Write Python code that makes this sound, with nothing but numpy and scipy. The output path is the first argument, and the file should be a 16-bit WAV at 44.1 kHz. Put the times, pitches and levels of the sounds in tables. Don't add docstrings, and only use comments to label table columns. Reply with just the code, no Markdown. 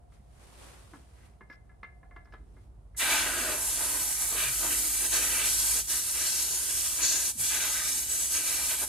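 import sys
import numpy as np
from scipy import signal
from scipy.fft import rfft, irfft
from scipy.io import wavfile

SR = 44100
rng = np.random.default_rng(int(sys.argv[2]) if len(sys.argv) > 2 else 0)


def pcm_store(signal):
    levels = np.round(np.clip(np.atleast_2d(signal), -1, 1) * 32767)
    wavfile.write(sys.argv[1], SR, levels.astype(np.int16).T)


N = 391608
TIME, FREQ = np.arange(N) / SR, np.fft.rfftfreq(N, 1 / SR)


def amp(db):
    return 10 ** (np.asarray(db) / 20)


def unit(x):
    return x / np.sqrt(np.mean(x ** 2) + 1e-20)


def read(points, hz=FREQ):
    f, value = np.transpose(points)
    return np.interp(np.log(hz + 1), np.log(f + 1), value)


def follow(rows):
    t, *columns = np.transpose(rows)
    return [np.interp(TIME, t, column) for column in columns]


def add(mix, s, sound):
    part = mix[..., round(s * SR):][..., :sound.shape[-1]]
    part += sound[..., :part.shape[-1]]


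def wander(rate_hz):
    return unit(irfft(rfft(rng.standard_normal(N)) / (1 + (FREQ / rate_hz) ** 4), N))


def bell(middle_s, length_s):
    return np.exp(-(2 * (TIME - middle_s) / length_s) ** 2)


def peak(hz, width):
    return 1 / (1 + (2 * (FREQ - hz) / width) ** 2)


def lift(resonances):
    return sum(db * peak(hz, width) for hz, width, db in resonances)


def noise_pair(same):
    a, b = rfft(rng.standard_normal((2, N)))
    same = np.clip(same, -1, 1)
    return np.array([a, same * a + np.sqrt(1 - same ** 2) * b])


def in_band(z, band):
    inside = (FREQ > band[0]) & (FREQ < band[1])
    return irfft(z, N) / np.std(irfft(z.mean(0) * inside, N))


def echoes(t60, channels=2):
    t = np.arange(SR // 2) / SR
    taps = rng.standard_normal((channels, len(t))) * amp(-60 * t / t60) * (t > .002)
    return taps / np.linalg.norm(taps, axis=1, keepdims=True)


# [f/Hz, phase of left minus right/rad]
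STEREO_PHASE = [(3000, 0), (5050, 0), (5500, -2.7), (6100, -2.6), (6500, -.9), (7300, -1), (8000, .8),
                (8500, .7), (9100, 2.2), (9900, .9), (11200, 0), (12900, -.2), (13300, -2.2),
                (13900, -3.14)]
# [f/Hz, level of left minus right/dB]
STEREO_LEVEL = [(100, -1), (380, -3), (700, -.5), (2400, .5), (4000, 0), (5600, 3), (6800, 2), (8000, 0),
                (8600, -4.5), (9600, -5), (11200, 0)]


def stereo_shape():
    level = amp(read(STEREO_LEVEL) * np.array([[.5], [-.5]]))
    return level * np.exp(1j * read(STEREO_PHASE) * np.array([[0], [-1]]))


# [f/Hz, level/dB per Hz]
JET_SPECTRUM = [(150, -21.5), (300, -21.5), (1200, -36.5), (3000, -20), (3700, -18.5), (5500, -9.5),
                (7000, -4), (8200, 0.5), (9300, 1), (11000, -4), (12000, -5.5), (12700, -8.5)]
SIZZLE_SPECTRUM = [(500, -31), (2300, -12.5), (3000, -3.5), (3600, -4), (4600, -0.5), (5700, 1.5),
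                   (6200, 1.5), (7000, 3.5), (8500, -4), (14000, -22)]
ROAR_SPECTRUM = [(300, -23), (800, -21), (1200, -2.5), (1420, -3), (1580, 0.5), (1850, 0.5), (2500, 4.5),
                 (3300, 1), (3700, 0), (4600, -5.5), (8000, -13), (15000, -38)]
RUSH_SPECTRUM = [(100, -6), (200, -5), (265, 3), (450, 3), (600, 2.5), (900, -4), (1300, 3.5), (2200, -2),
                 (6000, -52)]
HOLLOW_SPECTRUM = [(300, -16), (650, -7), (900, -3), (1150, -8), (1400, -4.5), (2200, -24)]
# [f/Hz, width/Hz, lift/dB]
TOOL_EDGE_TONES = [(4660, 240, 0.5), (5390, 44, 9), (6060, 120, 3.5), (7980, 190, 5)]
# [f/Hz, width/Hz, lift/dB]
DISH_RESONANCES = [(311, 130, 9), (450, 24, 6.5), (630, 106, 9.5), (891, 156, 15.5), (1010, 49, 0.5),
                   (1253, 160, 5.5), (1507, 90, 7), (1600, 110, 1.5), (1660, 46, 7), (2020, 91, 8.5),
                   (2190, 120, -5), (2346, 110, 6), (2570, 110, -3.5), (2730, 93, 6), (3900, 150, 3.5),
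                   (4330, 92, 4.5), (5230, 150, -2.5), (6090, 69, 7), (6550, 280, 2), (6920, 100, 1),
                   (7170, 190, -1), (8180, 98, 2.5), (8380, 100, -0.5), (10000, 390, 1.5), (11130, 490, 2),
                   (12140, 490, 4)]
# [f/Hz, coherence 0-1]
HISS_ALIKE = [(100, .8), (1500, .78), (3000, .7), (4400, .72), (5100, .3), (6150, .55), (7500, .3),
              (9200, .3), (10200, .55), (11200, .99), (12700, .99), (13200, .55), (13900, .995)]
# [f/Hz, lift/dB]
TREBLE_LIFT = [(12900, 0), (13900, 1), (15000, 5), (15600, 6.5)]
# [t/s, level/dB]
FLOW_CURVE = [(2.97, -33.5), (3.15, -33.5), (3.31, -36.5), (3.5, -36), (3.71, -33), (4.1, -33.5),
              (4.66, -33), (4.72, -31), (5.05, -31.5), (5.37, -32.5), (5.5, -30.5), (5.79, -31),
              (6.08, -34), (6.64, -34.5), (6.76, -33), (7.09, -36.5), (7.43, -31.5), (7.59, -35.5),
              (7.8, -31.5), (7.97, -33), (8.27, -33.5), (8.36, -30), (8.45, -33.5), (8.85, -33.5)]
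# [start t/s, length/s, level/dB]
TOOL_GRAZES = [(3.08, 0.12, -4), (5.11, 0.058, -4.5), (5.45, 1, -7.5), (6.16, 0.37, -4.5),
               (6.24, 0.047, -5), (6.74, 0.28, -7.5), (7.005, 0.12, 4.5), (7.14, 0.14, -5.5),
               (7.42, 0.54, -3.5), (8.0, 0.32, -11.5), (8.32, 0.025, -3), (8.44, 0.27, -6)]
# [start t/s, length/s, roar level/dB, rush level/dB]
FINGER_SPLASHES = [(2.987, 0.25, 3.5, -9), (3.224, 0.3, -0.5, -4), (3.752, 0.2, -17, -13.5),
                   (3.845, 0.047, -18, -23), (3.9, 0.046, -30, -14.5), (4.298, 0.065, -19, -12),
                   (4.346, 0.14, -3.5, -19), (4.596, 0.07, -16, -9.5), (4.685, 0.034, -6.5, -33),
                   (4.993, 0.055, -13, -15.5), (5.105, 0.28, -5, -14), (5.378, 0.038, -1.5, -15),
                   (5.734, 0.033, -33, -17.5), (5.907, 0.032, -12, -18), (6.133, 0.12, -9, -20),
                   (6.845, 0.034, -25, -18.5), (6.973, 0.072, -3.5, -15), (7.09, 0.12, -9.5, -19),
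                   (7.49, 0.18, -3.5, -18), (7.728, 0.1, -3, -18), (8.325, 0.11, -8, -18.5),
                   (8.445, 0.11, -10.5, -19.5), (8.553, 0.042, -9.5, -20), (8.675, 0.049, -4.5, -23),
                   (8.786, 0.035, -30, -12.5)]
# [start t/s, length/s, level/dB]
HAND_HOLLOWS = [(3.0, 0.34, -11), (3.4, 0.2, -12.5), (3.77, 0.07, -21), (3.93, 0.39, -19),
                (7.5, 0.23, -18.5), (8.57, 0.026, -16), (8.69, 0.035, -18), (8.8, .03, -16)]
SIZZLE_DB, ROAR_DB, RUSH_DB, HOLLOW_DB = -10, -15.5, -23, -34
RUSH_ATTACK_S = 0.043


def valve(ripple=0.46, ripple_t60=0.041, dish_depth=0.78, tremor_db=0.66, tremor_hz=14, choke=0.34):
    same = read(HISS_ALIKE)
    combs = abs(1 + ripple * rfft(echoes(ripple_t60), N))
    comb = same ** 2 * combs[0] + (1 - same ** 2) * combs
    path = amp(dish_depth * lift(DISH_RESONANCES) + read(TREBLE_LIFT)) * comb * stereo_shape()

    def turbulence(colour_db, band, level_db, flutter_db, flutter_hz):
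        sound = in_band(noise_pair(same) * path * amp(colour_db), band)
        return sound * amp(level_db + flutter_db * wander(flutter_hz))

    jet = turbulence(read(JET_SPECTRUM), (8000, 13000), level_db=0.0, flutter_db=0.12, flutter_hz=60)
    sizzle_colour = read(SIZZLE_SPECTRUM) + lift(TOOL_EDGE_TONES)
    sizzle = turbulence(sizzle_colour, (4400, 6800), level_db=-1.17, flutter_db=1.0, flutter_hz=38.8)
    roar = turbulence(read(ROAR_SPECTRUM), (1400, 3600), level_db=-0.67, flutter_db=0.5, flutter_hz=45)
    rush = turbulence(read(RUSH_SPECTRUM), (240, 1000), level_db=-1.0, flutter_db=0.47, flutter_hz=28)
    hollow = turbulence(read(HOLLOW_SPECTRUM), (700, 1400), level_db=1.0, flutter_db=2.0, flutter_hz=30)

    sizzle *= gusts(TOOL_GRAZES, SIZZLE_DB)
    roar *= gusts([(s, length, db) for s, length, db, _ in FINGER_SPLASHES], ROAR_DB)
    rush *= gusts([(s, length, db) for s, length, _, db in FINGER_SPLASHES], RUSH_DB, RUSH_ATTACK_S)
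    hollow *= gusts(HAND_HOLLOWS, HOLLOW_DB)

    gap = opening()
    slowed_air = (roar + rush + hollow) * gap ** choke
    flow_db, = follow(FLOW_CURVE)
    return (jet + sizzle + slowed_air) * gap * amp(flow_db + tremor_db * wander(tremor_hz))


# [start t/s, end t/s, leak level/dB re open]
PIN_PRESSES = [(2.963, 5.797, -10.5), (5.871, 7.292, -13), (7.376, 8.838, -5.5)]
# [middle t/s, length/s, depth/dB]
PIN_PINCHES = [(5.085, 0.039, -4), (6.014, 0.083, -2.5), (7.83, 0.16, -4), (8.062, 0.084, -4),
               (8.293, 0.051, -3.5), (8.392, 0.079, -2.5), (8.77, 0.036, -3.5)]
OPEN_S, CLOSE_S = 0.034, 0.047


def opening():
    gap = np.zeros(N)
    for start, end, leak_db in PIN_PRESSES:
        down = np.clip((TIME - start) / OPEN_S, 0, 1)
        held = np.clip(1 - (TIME - end) / CLOSE_S, amp(leak_db), 1)
        gap = (1 - down) * gap + down * held
    pinch_db = sum(db * bell(s, length) for s, length, db in PIN_PINCHES)
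    return gap * amp(pinch_db)


GUST_ATTACK_S, GUST_SAG_DB_PER_S, GUST_RELEASE_S = 0.031, 6, 0.06


def gusts(rows, rest_db, attack_s=GUST_ATTACK_S):
    power = amp(rest_db) ** 2
    for start, length, db in rows:
        t = TIME - start
        attack = np.clip(t / attack_s, 0, 1)
        hold = amp(db - GUST_SAG_DB_PER_S * np.clip(t, 0, length))
        release = np.exp(-np.maximum(t - length, 0) / GUST_RELEASE_S)
        power = power + (attack * hold * release) ** 2
    return np.sqrt(power)


def past_hands(x, patchy_db=1.65):
    size, frames, bins = 1024, 30, 4
    overlap = size - size // 4
    z = signal.stft(x, nperseg=size, noverlap=overlap)[2]
    blur = np.outer(np.hanning(2 * bins), np.hanning(2 * frames))
    patches = signal.fftconvolve(rng.standard_normal(z.shape[1:]), blur, "same")
    gain = unit(amp(patchy_db * unit(patches)))
    return signal.istft(z * gain, nperseg=size, noverlap=overlap)[1][:, :N]


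# [start t/s, length/s, f/Hz, width/Hz, level/dB]
JET_WHISTLES = [(3.01, .3, 1530, 200, -38.5), (3.3, 0.2, 1620, 120, -47), (2.99, 0.16, 3590, 80, -48),
                (6.2, 0.19, 8200, 110, -47), (7.01, 0.18, 6800, 84, -32), (8.9, .13, 4800, 84, -36.5),
                (7.015, 0.066, 4300, 350, -37), (5.39, 0.046, 3600, 640, -42), (6.7, .17, 8440, 140, -40),
                (8.07, 0.28, 7800, 140, -36.5), (9.9, 0.048, 6300, 260, -31)]


def whistles(waver_db=1.5):
    noise = noise_pair(read(HISS_ALIKE)) * stereo_shape()
    out = np.zeros((2, N))
    for s, length, hz, width, db in JET_WHISTLES:
        tone = unit(irfft(noise * peak(hz, width), N))
        out += tone * gusts([(s, length, db)], -np.inf)
    return out * opening() * amp(waver_db * wander(15))


# [t/s, level/dB, dull knock level/dB, bright tick level/dB, lower modes level/dB, ring length factor]
TOOL_TOUCHES = [(0.122, -62.5, -5, 15, -5, .6), (0.624, -60, 19, -10, 3, .3),
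                (0.935, -46, 15.5, 0, -2, 0.63), (1.408, -40.5, 4.5, -7, 2, 0.83),
                (1.4986, -34, -3, -7, 0, 0.86), (1.526, -45, -16, 5, -1, .9), (1.6935, -49, -6, -14, 0, .9),
                (1.7163, -56, 4, -9, 5, 0.57), (1.8307, -31.5, -3, 0, -7.5, 1.1),
                (2.03, -47.5, 4, -14, 3, 0.54), (2.1097, -45, 1, -12, -1, .9), (2.1621, -37, 0, -2, 0, .95),
                (2.2548, -54, 1, 2, 0, .7), (2.272, -52, 5, -8, 2, 0.77), (2.3232, -42.5, -6, 4, 10, 0.69),
                (2.337, -42, 10, 6, 3, 0.89), (2.566, -52, 10, -4, -3, .8), (2.946, -48, -5, -1.5, 1, .6)]
# [f/Hz, level/dB, time to fall 60 dB/s]
WHEEL_MODES = [(390, -6, 0.13), (620, -19, 0.41), (760, -27, 0.72), (1025, -10, 0.12), (1080, -4, 0.086),
               (1255, -4, .09), (1360, -3, 0.12), (1635, -5.5, 0.2), (1707, 4, 0.18), (2070, 2, 0.22),
               (2130, -2.5, 0.16), (2400, -11, .09), (2750, -16, 0.08), (3070, -20, 0.048),
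               (3640, -18, 0.042), (4080, -20, 0.032)]
# [f/Hz, level/dB per Hz]
TICK_SPECTRUM = [(500, -36), (1200, 20), (2200, 11), (4000, 1.5), (7000, -15), (13000, -24), (14500, -43)]
# [f/Hz, level/dB per Hz]
KNOCK_SPECTRUM = [(100, -23), (300, 10), (550, -4.5), (1100, 5), (1900, -5), (3000, -36), (8000, -45)]
CHATTER_S, CHATTER_DB = 0.011, -9


def tool(tick_t60=0.033, tick_db=-7.5, knock_t60=0.069, knock_db=-7, wet_db=-6, level_db=-4,
         scatter_db=2.5, detune=0.0057, contact_s=0.0013):
    t, out = np.arange(SR // 2) / SR, np.zeros(N)
    onset = 1 - np.exp(-t / contact_s)
    hz, db, t60 = np.transpose(WHEEL_MODES)[:, :, None]

    def burst(colour, t60):
        gain = amp(read(colour, np.fft.rfftfreq(len(t), 1 / SR)))
        return unit(irfft(rfft(rng.standard_normal(len(t))) * gain, len(t))) * amp(-60 * t / t60)

    for s, peak_db, dull_db, bright_db, lower_db, ring_length in TOOL_TOUCHES:
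        knock = burst(KNOCK_SPECTRUM, knock_t60)
        add(out, s, amp(peak_db + level_db + knock_db + dull_db) * knock * onset)
        for bounce, wait in enumerate(CHATTER_S * (.5 + rng.random(size=3))):
            strength, phase, grip = rng.standard_normal((3, len(WHEEL_MODES), 1))
            mode_db = db + lower_db * (hz < 1900) + scatter_db * strength
            decay_db = -60 * t / (t60 * ring_length)
            modes = amp(mode_db + decay_db) * np.sin(2 * np.pi * (hz * (1 + detune * grip) * t + phase))
            ring = modes.sum(0)
            tick = amp(tick_db + bright_db) * burst(TICK_SPECTRUM, tick_t60)
            contact = (ring / abs(ring).max() + tick) * onset
            add(out, s, amp(peak_db + level_db + CHATTER_DB * bounce) * contact)
            s = s + wait
    garage = echoes(t60=0.26)
    return out + amp(wet_db) * signal.fftconvolve(out[None], garage, axes=1)[:, :N]


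# [start t/s, level/dB, length/s]
THREAD_SCRAPES = [(1.487, -71, 0.078), (2.243, -78, 0.025), (2.31, -80, 0.045)]
# [f/Hz, level/dB per Hz]
SCRAPE_SPECTRUM = [(1500, -10), (2800, -15), (4400, -12), (5150, 3), (5700, -8), (6500, -16), (11000, -24),
                   (12800, -17), (14000, -28)]


def scrape(slip_db=2.5):
    stroke = np.zeros(N)
    for s, db, length in THREAD_SCRAPES:
        add(stroke, s, amp(db) * np.sin(np.linspace(0, np.pi, round(length * SR))))
    noise = in_band(noise_pair(0.37) * amp(read(SCRAPE_SPECTRUM)), (4000, 7000))
    return noise * stroke * amp(slip_db * wander(200))


# [fastest moment t/s, level/dB, swell/s, fade/s]
SLEEVE_STROKES = [(.14, -71, 0.024, 0.045), (.43, -65.5, 0.076, 0.15), (.64, -57.5, 0.14, 0.21),
                  (.96, -67, 0.12, 0.069), (1.262, -69.5, 0.23, 0.056), (2.65, -77, 0.25, .03)]
# [f/Hz, level/dB per Hz]
SLEEVE_SPECTRUM = [(100, 9), (400, 12), (1000, 9), (1800, 4), (3000, 2), (5000, -0.5), (7000, -1),
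                   (9500, 2), (12500, -8), (15000, -22)]
SLEEVE_REST_DB = -85.5


def sleeve(level_db=-1, grain_db=0.8):
    rub = in_band(noise_pair(0.085) * amp(read(SLEEVE_SPECTRUM)), (3000, 13000))
    power = amp(SLEEVE_REST_DB) ** 2
    for s, db, swell, fade in SLEEVE_STROKES:
        stroke = amp(db) * np.exp(-np.maximum((s - TIME) / swell, (TIME - s) / fade))
        power = power + stroke ** 2
    return rub * np.sqrt(power) * amp(level_db + grain_db * wander(100))


# [middle t/s, length/s, level/dB]
CUFF_RASPS = [(0.172, 0.09, -77), (0.424, 0.15, -77), (0.725, 0.18, -68), (1.225, .2, -70.5)]
# [f/Hz, level/dB per Hz]
RASP_SPECTRUM = [(500, -14), (1200, 1), (2000, 5), (3200, -10), (5000, -14), (12000, -28)]


def rasp(catch_db=2.5, catch_hz=120):
    swell = sum(amp(db) * bell(s, length) for s, length, db in CUFF_RASPS)
    noise = in_band(noise_pair(0.39) * amp(read(RASP_SPECTRUM)), (1000, 4000))
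    return noise * swell * unit(amp(catch_db * wander(catch_hz)))


# [middle t/s, length/s, level/dB]
JACKET_FOLDS = [(.63, 0.07, -67), (0.983, 0.12, -62.5), (1.3, 0.12, -73), (2.5, 0.36, -66.5),
                (2.793, 0.3, -79)]
# [f/Hz, level/dB per Hz]
FOLD_SPECTRUM = [(100, -22), (200, 7), (300, 6), (420, 3), (700, -39), (2000, -56)]


def folds(crumple_db=2.0):
    swell = sum(amp(db) * bell(s, length) for s, length, db in JACKET_FOLDS)
    noise = in_band(noise_pair(0.8) * amp(read(FOLD_SPECTRUM)), (150, 600))
    return noise * swell * amp(crumple_db * wander(25))


# [start t/s, level/dB, f/Hz, length/s]
HAND_BUMPS = [(0.19, -57, 221, 0.034), (0.926, -54.5, 300, 0.064), (4.42, -47, 138.6, 0.15),
              (7.35, -47.5, 257, 0.025), (7.36, -50, 172, 0.095), (7.37, -48.5, 108, 0.084)]


def hands():
    out = np.zeros(N)
    for s, db, hz, length in HAND_BUMPS:
        u = np.linspace(0, 1, round(length * SR))
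        cycles = hz * length * (1.1 * u - 0.17 * u ** 2)
        add(out, s, amp(db) * np.sin(np.pi * u) * np.sin(2 * np.pi * cycles))
    return out


# [t/s, firing f/Hz, level/dB]
ENGINE_CURVE = [(0, 49.4, -75), (.9, 48.9, -75), (1.3, 48.9, -72), (2.2, 47.83, -56), (3.2, 48.56, -53),
                (4.1, 49.3, -53), (4.6, 49.4, -48.5), (5.4, 50.54, -48), (5.75, 53.3, -49), (5.9, 51, -57),
                (6.3, 48.6, -78)]


def engine(second_db=-12, third_db=-20):
    firing_hz, engine_db = follow(ENGINE_CURVE)
    turn = 2 * np.pi * np.cumsum(firing_hz) / SR
    second = amp(second_db) * np.sin(2 * turn)
    third = amp(third_db) * np.sin(np.pi + 3 * turn)
    return unit(np.sin(turn) + second + third) * amp(engine_db + 1.4 * wander(6.3))


def hum():
    tone = np.sin(2 * np.pi * np.cumsum(59.4 + 0.39 * wander(2.1)) / SR)
    return amp(-57.5 + 1.2 * wander(6.2)) * unit(tone)


# [f/Hz, level/dB per Hz]
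AIR_SPECTRUM = [(24, -44), (45, 4), (70, 3), (130, -4), (250, -16), (550, -19.5), (730, -19.5),
                (900, -23.5), (1400, -31.5), (3000, -47), (6500, -49), (9800, -41), (12000, -56),
                (15000, -56)]
# [f/Hz, coherence 0-1]
AIR_ALIKE = [(60, 0.91), (130, 0.68), (290, 0.23), (640, 0.025), (15000, 0.067)]


def air():
    return amp(-56.5) * unit(irfft(noise_pair(read(AIR_ALIKE)) * amp(read(AIR_SPECTRUM)), N))


def outdoors():
    return (air() + hum() + engine()) * amp([[-.6], [.6]])


# [t/s, level/dB]
WHINE_CURVE = [(.1, -70), (.7, -76), (1.1, -75), (1.8, -72), (2.2, -63.5), (2.5, -82), (8.8, -80)]


def whine():
    level_db, = follow(WHINE_CURVE)
    return unit(irfft(noise_pair(0.14) * peak(710, width=64), N)) * amp(level_db)


def scene():
    at_valve = past_hands(valve()) + whistles() + tool() + scrape()
    person = sleeve() + rasp() + folds() + hands()
    return at_valve + person + outdoors() + whine()


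def record(dry):
    low_pass = signal.firwin(511, 15750, window=("kaiser", 9), fs=SR)
    return signal.oaconvolve(dry, low_pass[None], "same")


dry = scene()
out = record(dry)
pcm_store(out)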